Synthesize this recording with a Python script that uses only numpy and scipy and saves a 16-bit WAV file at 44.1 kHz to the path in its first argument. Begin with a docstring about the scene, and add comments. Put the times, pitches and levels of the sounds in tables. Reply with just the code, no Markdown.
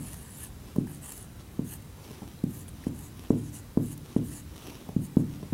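"""A treble hiss already under way: a felt marker in mid-stroke on a wall-mounted whiteboard still ringing.
Strokes are gritty noise through nib and board resonances; each landing thumps the board like a dull drum
by a falling, fast-dying wave, a click and ringing modes. Cloth noise is the writer's sleeve; short cycles
and snaps are dry ticks. Quiet classroom, near mono microphone, room rumble, microphone hiss, two whines."""
import sys
import numpy as np
from scipy import signal
from scipy.io import wavfile
from scipy.ndimage import uniform_filter1d

SR = 44100
rng = np.random.default_rng(int(sys.argv[2]) if len(sys.argv) > 2 else 0)


def inscribe(sig):
    """Save sig as 16-bit PCM at rate SR to the path in sys.argv[1].

    A 1-D sig is mono; a 2-D sig holds one channel per row.
    Samples are clipped to [-1, 1] before scaling.
    """
    pcm = np.round(np.clip(np.atleast_2d(sig).T, -1, 1) * 32767)
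    wavfile.write(sys.argv[1], SR, pcm.astype(np.int16))


def ratio(d):
    """dB to gain"""
    e = np.asarray(d, float) / 20
    return 10 ** e


N = 244089
LEAD = SR // 20  # samples rendered ahead, so that an earlier blow still rings

# pulls of the nib: start t/s, length/s, share of length at which speed tops, scrape level/dB,
# lift of the nib's lowest ring/dB, lift of the airy top/dB
STROKES = [(-.04, 0.23, 0.67, -49, 2, -2), (0.153, 0.38, 0.17, -50.5, 2, -5),
           (.355, 0.14, .4, -44.5, .1, -2), (0.778, 0.045, .25, -61, .1, -1), (.855, 0.14, 0.53, -52, 3, 1),
           (1.01, 0.26, 0.18, -46.5, 5.5, -1), (1.15, 0.1, 0.63, -58, 9, .1), (1.639, .14, 0.67, -47, 4, 3),
           (2.465, .19, .6, -52, 7, 5), (2.677, 0.021, .4, -49, -1, -4),
           (2.862, 0.029, 0.51, -52, 4.5, -15), (2.921, .18, 0.7, -53, 7, 1),
           (3.296, 0.036, .3, -56.5, 5, -3), (3.335, 0.097, 0.72, -56.5, 5, -6),
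           (3.419, 0.082, .7, -54.5, 10, -12), (3.517, 0.094, 0.46, -48, 7, 1), (3.786, .16, 1, -50, 2, 3),
           (4.155, .035, .35, -53.5, .1, -13), (4.222, 0.2, 0.73, -47, 5, 0), (5.003, 0.074, .7, -54, 5, 7),
           (5.163, 0.065, 0.65, -56, 6, 4)]
# broad nib resonances: f/Hz, width/Hz, relative level/dB
NIB_MODES = [(6660, 1230, -3), (8000, 1240, 1.5), (9200, 1740, 6), (10460, 2100, 6.5), (12050, 1900, 2),
             (14300, 2400, -3.5)]
# broad board resonances under the scrape: f/Hz, width/Hz, relative level/dB
BUZZ_MODES = [(890, 550, 0.5), (1780, 380, 1), (2870, 660, -1.5), (4350, 660, -8)]
# landings on the board: t/s, blow level before the felt low-pass/dB, nominal thump f/Hz,
# hard-tip click level relative to the thump/dB
TAPS = [(-.021, -18.5, 258, -24), (0.76, -23, 223, -13), (0.783, -11, 259, -53), (1.592, -15.5, 267, -27.5),
        (2.1076, -32, 250, -13.5), (2.2185, -32.5, 250, -19), (2.2283, -32, 251, -17),
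        (2.4381, -13.5, 246, -35), (2.867, -15.5, 277, -27), (3.304, -7, 305, -23),
        (3.7725, -8.5, 283, -23.5), (4.163, -9.5, 281, -25), (4.682, -32.5, 285, -29),
        (4.889, -28, 227, -15), (4.9633, -12, 232, -37), (5.1687, -5.5, 259, -28.5),
        (5.427, -33.5, 204, -8), (5.5244, -16.5, 244, -24)]
# rings of the hard tip: f/Hz, relative level/dB, t60/s
TIP_MODES = [(416.6, 9, 0.042), (592, -2, 0.078), (1020, 3.5, 0.02), (1120, -23, 0.025), (1685, -7, .015)]
# board modes after a blow: f/Hz, relative level/dB, t60/s, gain on the stiffer, higher-pitched part/dB
BOARD_MODES = [(34.6, -5, 1, 6), (64, -19, 0.23, -13), (110.5, -1, 0.47, 11), (147.4, -1, 0.67, 8),
               (192.7, -3.5, 0.45, -4), (243.8, -4, 0.22, 10), (297, 2, 0.53, 0.5), (379, -11, 0.78, 0),
               (380, -34, 0.43, -37), (461.4, -10.5, 0.12, 25), (590, -8, 0.22, 8)]
# arm movements: start t/s, length/s, share of length at which speed tops, 1.5-6.5 kHz level/dB
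ARM_MOVES = [(-.02, .3, 0.32, -58.5), (.33, 0.16, 0.81, -59.5), (.59, 0.19, 0.47, -60),
             (1.37, 0.072, 0.46, -59.5), (1.93, 0.5, 0.26, -56.5), (2.71, 0.22, 0.58, -57),
             (3.1, 0.3, 0.42, -58), (4.01, 0.22, 0.45, -57.5), (4.44, 0.55, 0.4, -53.5),
             (5.23, 0.46, 0.17, -61)]
# broad cloth resonances: f/Hz, width/Hz, relative level/dB
CLOTH_MODES = [(310, 240, 19.5), (880, 1000, 8), (3010, 2600, 4.5), (5720, 1450, 3.5), (10700, 7000, -2.5)]
# rumble and hiss spectrum: f/Hz, relative level per Hz/dB
FLOOR_SPECTRUM = [(15, -53), (25, -12.5), (64, 4), (96, 2.5), (276, -9.5), (637, -21), (905, -21.5),
                  (2150, -27.5), (3680, -29.5), (3990, -31), (4950, -31.5), (10500, -31), (15800, -33)]
# steady electrical tones: f/Hz, rms level/dB
WHINES = [(3908, -75), (4710, -80.5)]
# nib catches or lifts: t/s, tone level/dB, f/Hz, wide-band snap peak level/dB
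TICKS = [(0.761, -50, 10200, -35), (0.869, -45, 895, -41), (.874, -45, 1710, -55), (0.947, -38, 9320, -44),
         (1.122, -45, 8000, -30), (1.177, -47, 11300, -30), (1.8225, -48, 9050, -45),
         (2.04, -50, 4480, -50), (2.1074, -58, 3480, -46), (2.2195, -39.5, 800, -46),
         (2.39, -50, 3940, -48), (2.4383, -45, 9300, -38), (2.6818, -50, 3220, -40),
         (2.8383, -44, 1810, -44), (3.1737, -53, 10800, -50), (3.772, -55, 8950, -40),
         (3.9769, -45, 11800, -29.5), (4.59, -49, 2850, -50), (4.684, -44, 3020, -53),
         (4.8895, -37.5, 780, -42), (5.3266, -50, 6260, -46)]
# wall and floor echoes: delay/s, gain before the low-pass
ECHOES = [(.0118, .14), (.0172, -.12), (.0261, -.24), (.0337, -.2), (.0493, .1), (.0568, .12), (.0653, .1),
          (.0733, .08)]
# diffuse tail: f/Hz, t60/s
TAIL_T60 = [(60, 1), (160, 1), (420, 0.54), (1100, 0.1), (8000, 0.17)]
# spectrum of the faint noise that differs between channels: f/Hz, relative level per Hz/dB
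APART_SPECTRUM = [(30, -30), (150, -9), (300, -7), (600, -4.5), (2000, -5), (8000, -5.5), (11500, -9.5),
                  (13000, -15)]

SCRAPE_POWER, BUZZ_POWER, RUSTLE_POWER = 0.91, 1.3, 1.07  # amplitude grows as speed to this power
SCRAPE_ROUND, RUSTLE_ROUND = 1, 0.083  # 1 = round arch of speed, 0 = pointed peak
BUZZ_DB = -10.5  # relative to the scrape
LOW_DRIFT_DB, TOP_DRIFT_DB = 4, -3  # start to end of a pull: it darkens
THUMP_DECAY_CYCLES, FELT_HZ = 0.38, 1700  # decay constant; the felt cushions the blow above FELT_HZ
FLOOR_RMS_DB, APART_RMS_DB, TAIL_DB = -46, -75.5, -24
TICK_PEAK_S, TICK_SHORTER = 0.00079, 0.48  # peak time at 3 kHz; shortens with pitch to this power
EDGE_HZ = 15860


def evened(x):
    """Scales to rms 1."""
    return x / np.sqrt(np.mean(x ** 2) + 1e-20)


def read(points, hz):
    """Reads a curve on a log-frequency axis."""
    f, value = np.transpose(points)
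    return np.interp(np.log(hz + 1), np.log(f + 1), value)


def add(mix, at_s, sound):
    """Adds a sound at a time."""
    part = mix[max(round(at_s * SR), 0):][:len(sound)]
    part += sound[:len(part)]


def humps(modes, hz):
    """Magnitude of broad resonances, added in energy."""
    power = sum(ratio(db) ** 2 / (1 + ((hz - f) / (width / 2)) ** 2) ** 2 for f, width, db in modes)
    return np.sqrt(power)


def rings(modes, t):
    """Sum of exponentially dying sines."""
    return sum(ratio(db - 60 * t / t60) * np.sin(2 * np.pi * hz * t) for hz, db, t60 in modes)


def gritty(grains_per_s, spread_db):
    """Slips of uneven size over smooth noise."""
    size = ratio(spread_db * np.minimum(rng.exponential(1, N), 4))
    size = size * (rng.random(N) < grains_per_s / SR)
    return evened(size * rng.standard_normal(N)) + rng.standard_normal(N)


def shaped(x, magnitude, patchy_db, size, bins, frames):
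    """Filters x by magnitude(Hz, s) and by random streaks, bins high and frames long."""
    hz, t, z = signal.stft(x, SR, nperseg=size, noverlap=size * 3 // 4)
    patches = rng.standard_normal(z.T.shape).T
    patches = uniform_filter1d(patches, round(bins), 0)
    patches = evened(uniform_filter1d(patches, round(frames), 1))
    z = z * magnitude(hz[:, None], t) * ratio(patchy_db * patches)
    return signal.istft(z, SR, nperseg=size, noverlap=size * 3 // 4)[1][:N]


def moves(rows, t, power, rounded):
    """Progress 0-1 and gain of each movement: speed swells to its top and falls again."""
    start, length, share, db = np.transpose(rows)[:4, :, None]
    done = np.clip((t - start) / length, 0, 1)
    share = np.clip(share, .05, .95)
    ramp = np.minimum(done / share, (1 - done) / (1 - share))
    speed = ramp * (1 + np.clip(rounded, 0, 1) * (1 - ramp))
    return done, ratio(db) * speed ** power


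def movement_gain(rows, power, rounded):
    """Gain of overlapping movements, added in energy."""
    return np.linalg.norm(moves(rows, np.arange(N) / SR, power, rounded)[1], axis=0)


def lift_db(t, drift_db, column):
    """Colour of the pull that sounds at t, drifting along it; overlaps weighted by energy."""
    done, gain = moves(STROKES, t, SCRAPE_POWER, SCRAPE_ROUND)
    db = np.transpose(STROKES)[column][:, None] + drift_db * (done - .5)
    return (gain ** 2 * db).sum(0) / ((gain ** 2).sum(0) + 1e-20)


def strokes():
    """Felt fibres slip over the glaze: they ring the nib, tilted by pressure and speed, and buzz the board."""
    judder = uniform_filter1d(rng.standard_normal(N), size=400)
    judder = evened(uniform_filter1d(judder, size=200))  # the grip wavers
    slips = gritty(grains_per_s=5500, spread_db=4.5) * ratio(1.3 * judder)

    def nib(hz, t):
        low = lift_db(t, LOW_DRIFT_DB, column=4) * np.clip((8500 - hz) / 1500, 0, 1)
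        top = lift_db(t, TOP_DRIFT_DB, column=5) * np.clip((hz - 11000) / 2000, 0, 1)
        return humps(NIB_MODES, hz) * ratio(low + top)

    scrape = shaped(slips, nib, patchy_db=3.2, size=256, bins=3, frames=30)
    buzz = shaped(slips, lambda hz, t: humps(BUZZ_MODES, hz), patchy_db=3.0, size=256, bins=2, frames=20)
    scrape = movement_gain(STROKES, SCRAPE_POWER, SCRAPE_ROUND) * evened(scrape)
    buzz = movement_gain(STROKES, BUZZ_POWER, SCRAPE_ROUND) * evened(buzz)
    return scrape + ratio(BUZZ_DB) * buzz


def taps():
    """A soft nib drives a swelling, fast-dying bending wave that falls in pitch, a click, then board modes."""
    t, ring_t = np.arange(SR // 12) / SR, np.arange(SR * 3 // 5) / SR
    out = np.zeros(N + LEAD)
    click = rings(TIP_MODES, t) * (1 - np.exp(-t / 0.00062)) ** 2
    bank = np.array([rings([mode[:3]], ring_t) for mode in BOARD_MODES])
    bank = bank * ratio(-59.5) * (1 - np.exp(-ring_t / 0.021))
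    stiff_gain_db = np.transpose(BOARD_MODES)[3]
    felt = signal.butter(2, FELT_HZ, fs=SR)
    for s, db, hz, click_db in TAPS:
        cycles = hz * t
        swell = cycles ** 1.95 * np.exp(-cycles / THUMP_DECAY_CYCLES)
        thump = -swell * np.sin(2 * np.pi * cycles ** .825)  # power below 1: pitch falls
        blow = ratio(db) * (thump / abs(thump).max() - ratio(click_db) * click)
        blow = signal.lfilter(*felt, blow)
        stiff = np.clip((hz - 250) / 40, 0, 1)
        add(out, s + LEAD / SR, blow)
        add(out, s + LEAD / SR, signal.fftconvolve(blow, ratio(stiff * stiff_gain_db) @ bank))
    return out


def sleeve():
    """Soft cloth noise that swells with the arm's speed."""
    cloth = gritty(grains_per_s=1700, spread_db=6.0)
    cloth = shaped(cloth, lambda hz, t: humps(CLOTH_MODES, hz), patchy_db=2, size=512, bins=6, frames=10)
    mids = signal.lfilter(*signal.butter(2, [1500, 6500], "band", fs=SR), cloth)
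    return movement_gain(ARM_MOVES, RUSTLE_POWER, RUSTLE_ROUND) * cloth / mids.std()


def floor():
    """Low room rumble and microphone hiss as shaped noise, two thin whines as sines."""
    noise = shaped(rng.standard_normal(N), lambda hz, t: ratio(read(FLOOR_SPECTRUM, hz)),
                   patchy_db=1.7, size=2048, bins=5, frames=9)
    t = np.arange(N) / SR
    whines = sum(np.sqrt(2) * ratio(db) * np.sin(2 * np.pi * hz * t) for hz, db in WHINES)
    return ratio(FLOOR_RMS_DB) * evened(noise) + whines


def ticks():
    """Each tick is a short gritty snap and a few softly started cycles at its own pitch."""
    t, out = np.arange(2000) / SR, np.zeros(N)
    swell = t[:400] * np.exp(-t[:400] / 0.0012)
    grits = rng.standard_normal((len(TICKS), 400))
    for (s, db, hz, snap_db), grit in zip(TICKS, grits):
        peak_s = TICK_PEAK_S * (3000 / hz) ** TICK_SHORTER
        envelope = t / peak_s * np.exp(1 - t / peak_s)
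        add(out, s, ratio(db) * envelope * np.sin(2 * np.pi * hz * t))
        snap = signal.lfilter([1, -.6], [1], grit * swell)
        add(out, s, ratio(snap_db) * snap / abs(snap).max())
    return out


def room(x):
    """Single echoes and a diffuse tail that mostly dies faster in the treble."""
    echoes = np.zeros(SR)
    for delay_s, gain in ECHOES:
        echoes[round(delay_s * SR)] += gain
    echoes = signal.lfilter(*signal.butter(1, 900, fs=SR), echoes)  # the walls return mostly bass
    sparse = np.zeros(SR)
    at = np.arange(SR // 50, SR - 20, 20)
    sparse[at + rng.integers(0, 20, len(at))] = rng.choice([-1., 1.], len(at))
    hz, s, z = signal.stft(sparse, SR, nperseg=1024)
    decay = ratio(-60 * s / read(TAIL_T60, hz)[:, None])
    tail = signal.istft(z * decay, SR, nperseg=1024)[1][:SR]
    tail *= ratio(TAIL_DB) / np.linalg.norm(tail)
    return x + signal.fftconvolve(x, echoes + tail)[:len(x)]


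def scene():
    """One microphone feeds both channels."""
    near = taps()
    add(near, LEAD / SR, ticks() + strokes() + sleeve())
    mono = room(near)[LEAD:] + floor()
    return np.array([mono, mono])


def low_pass(x):
    """Removes everything above the highest recorded frequency."""
    return signal.sosfilt(signal.butter(12, 16530, fs=SR, output="sos"), x)


def record(dry):
    """Adds a faint, patchy noise of opposite sign in the two channels, then limits the band."""
    side = shaped(rng.standard_normal(N), lambda hz, t: ratio(read(APART_SPECTRUM, hz)),
                  patchy_db=5.5, size=2048, bins=174, frames=6)
    apart = dry + ratio(APART_RMS_DB) * evened(side) * [[1], [-1]]
    edge = signal.firwin(801, EDGE_HZ, window=("kaiser", 9), fs=SR)
    mix = signal.oaconvolve(apart, edge[None], "same")
    return low_pass(mix)


dry = scene()
out = record(dry)
inscribe(out)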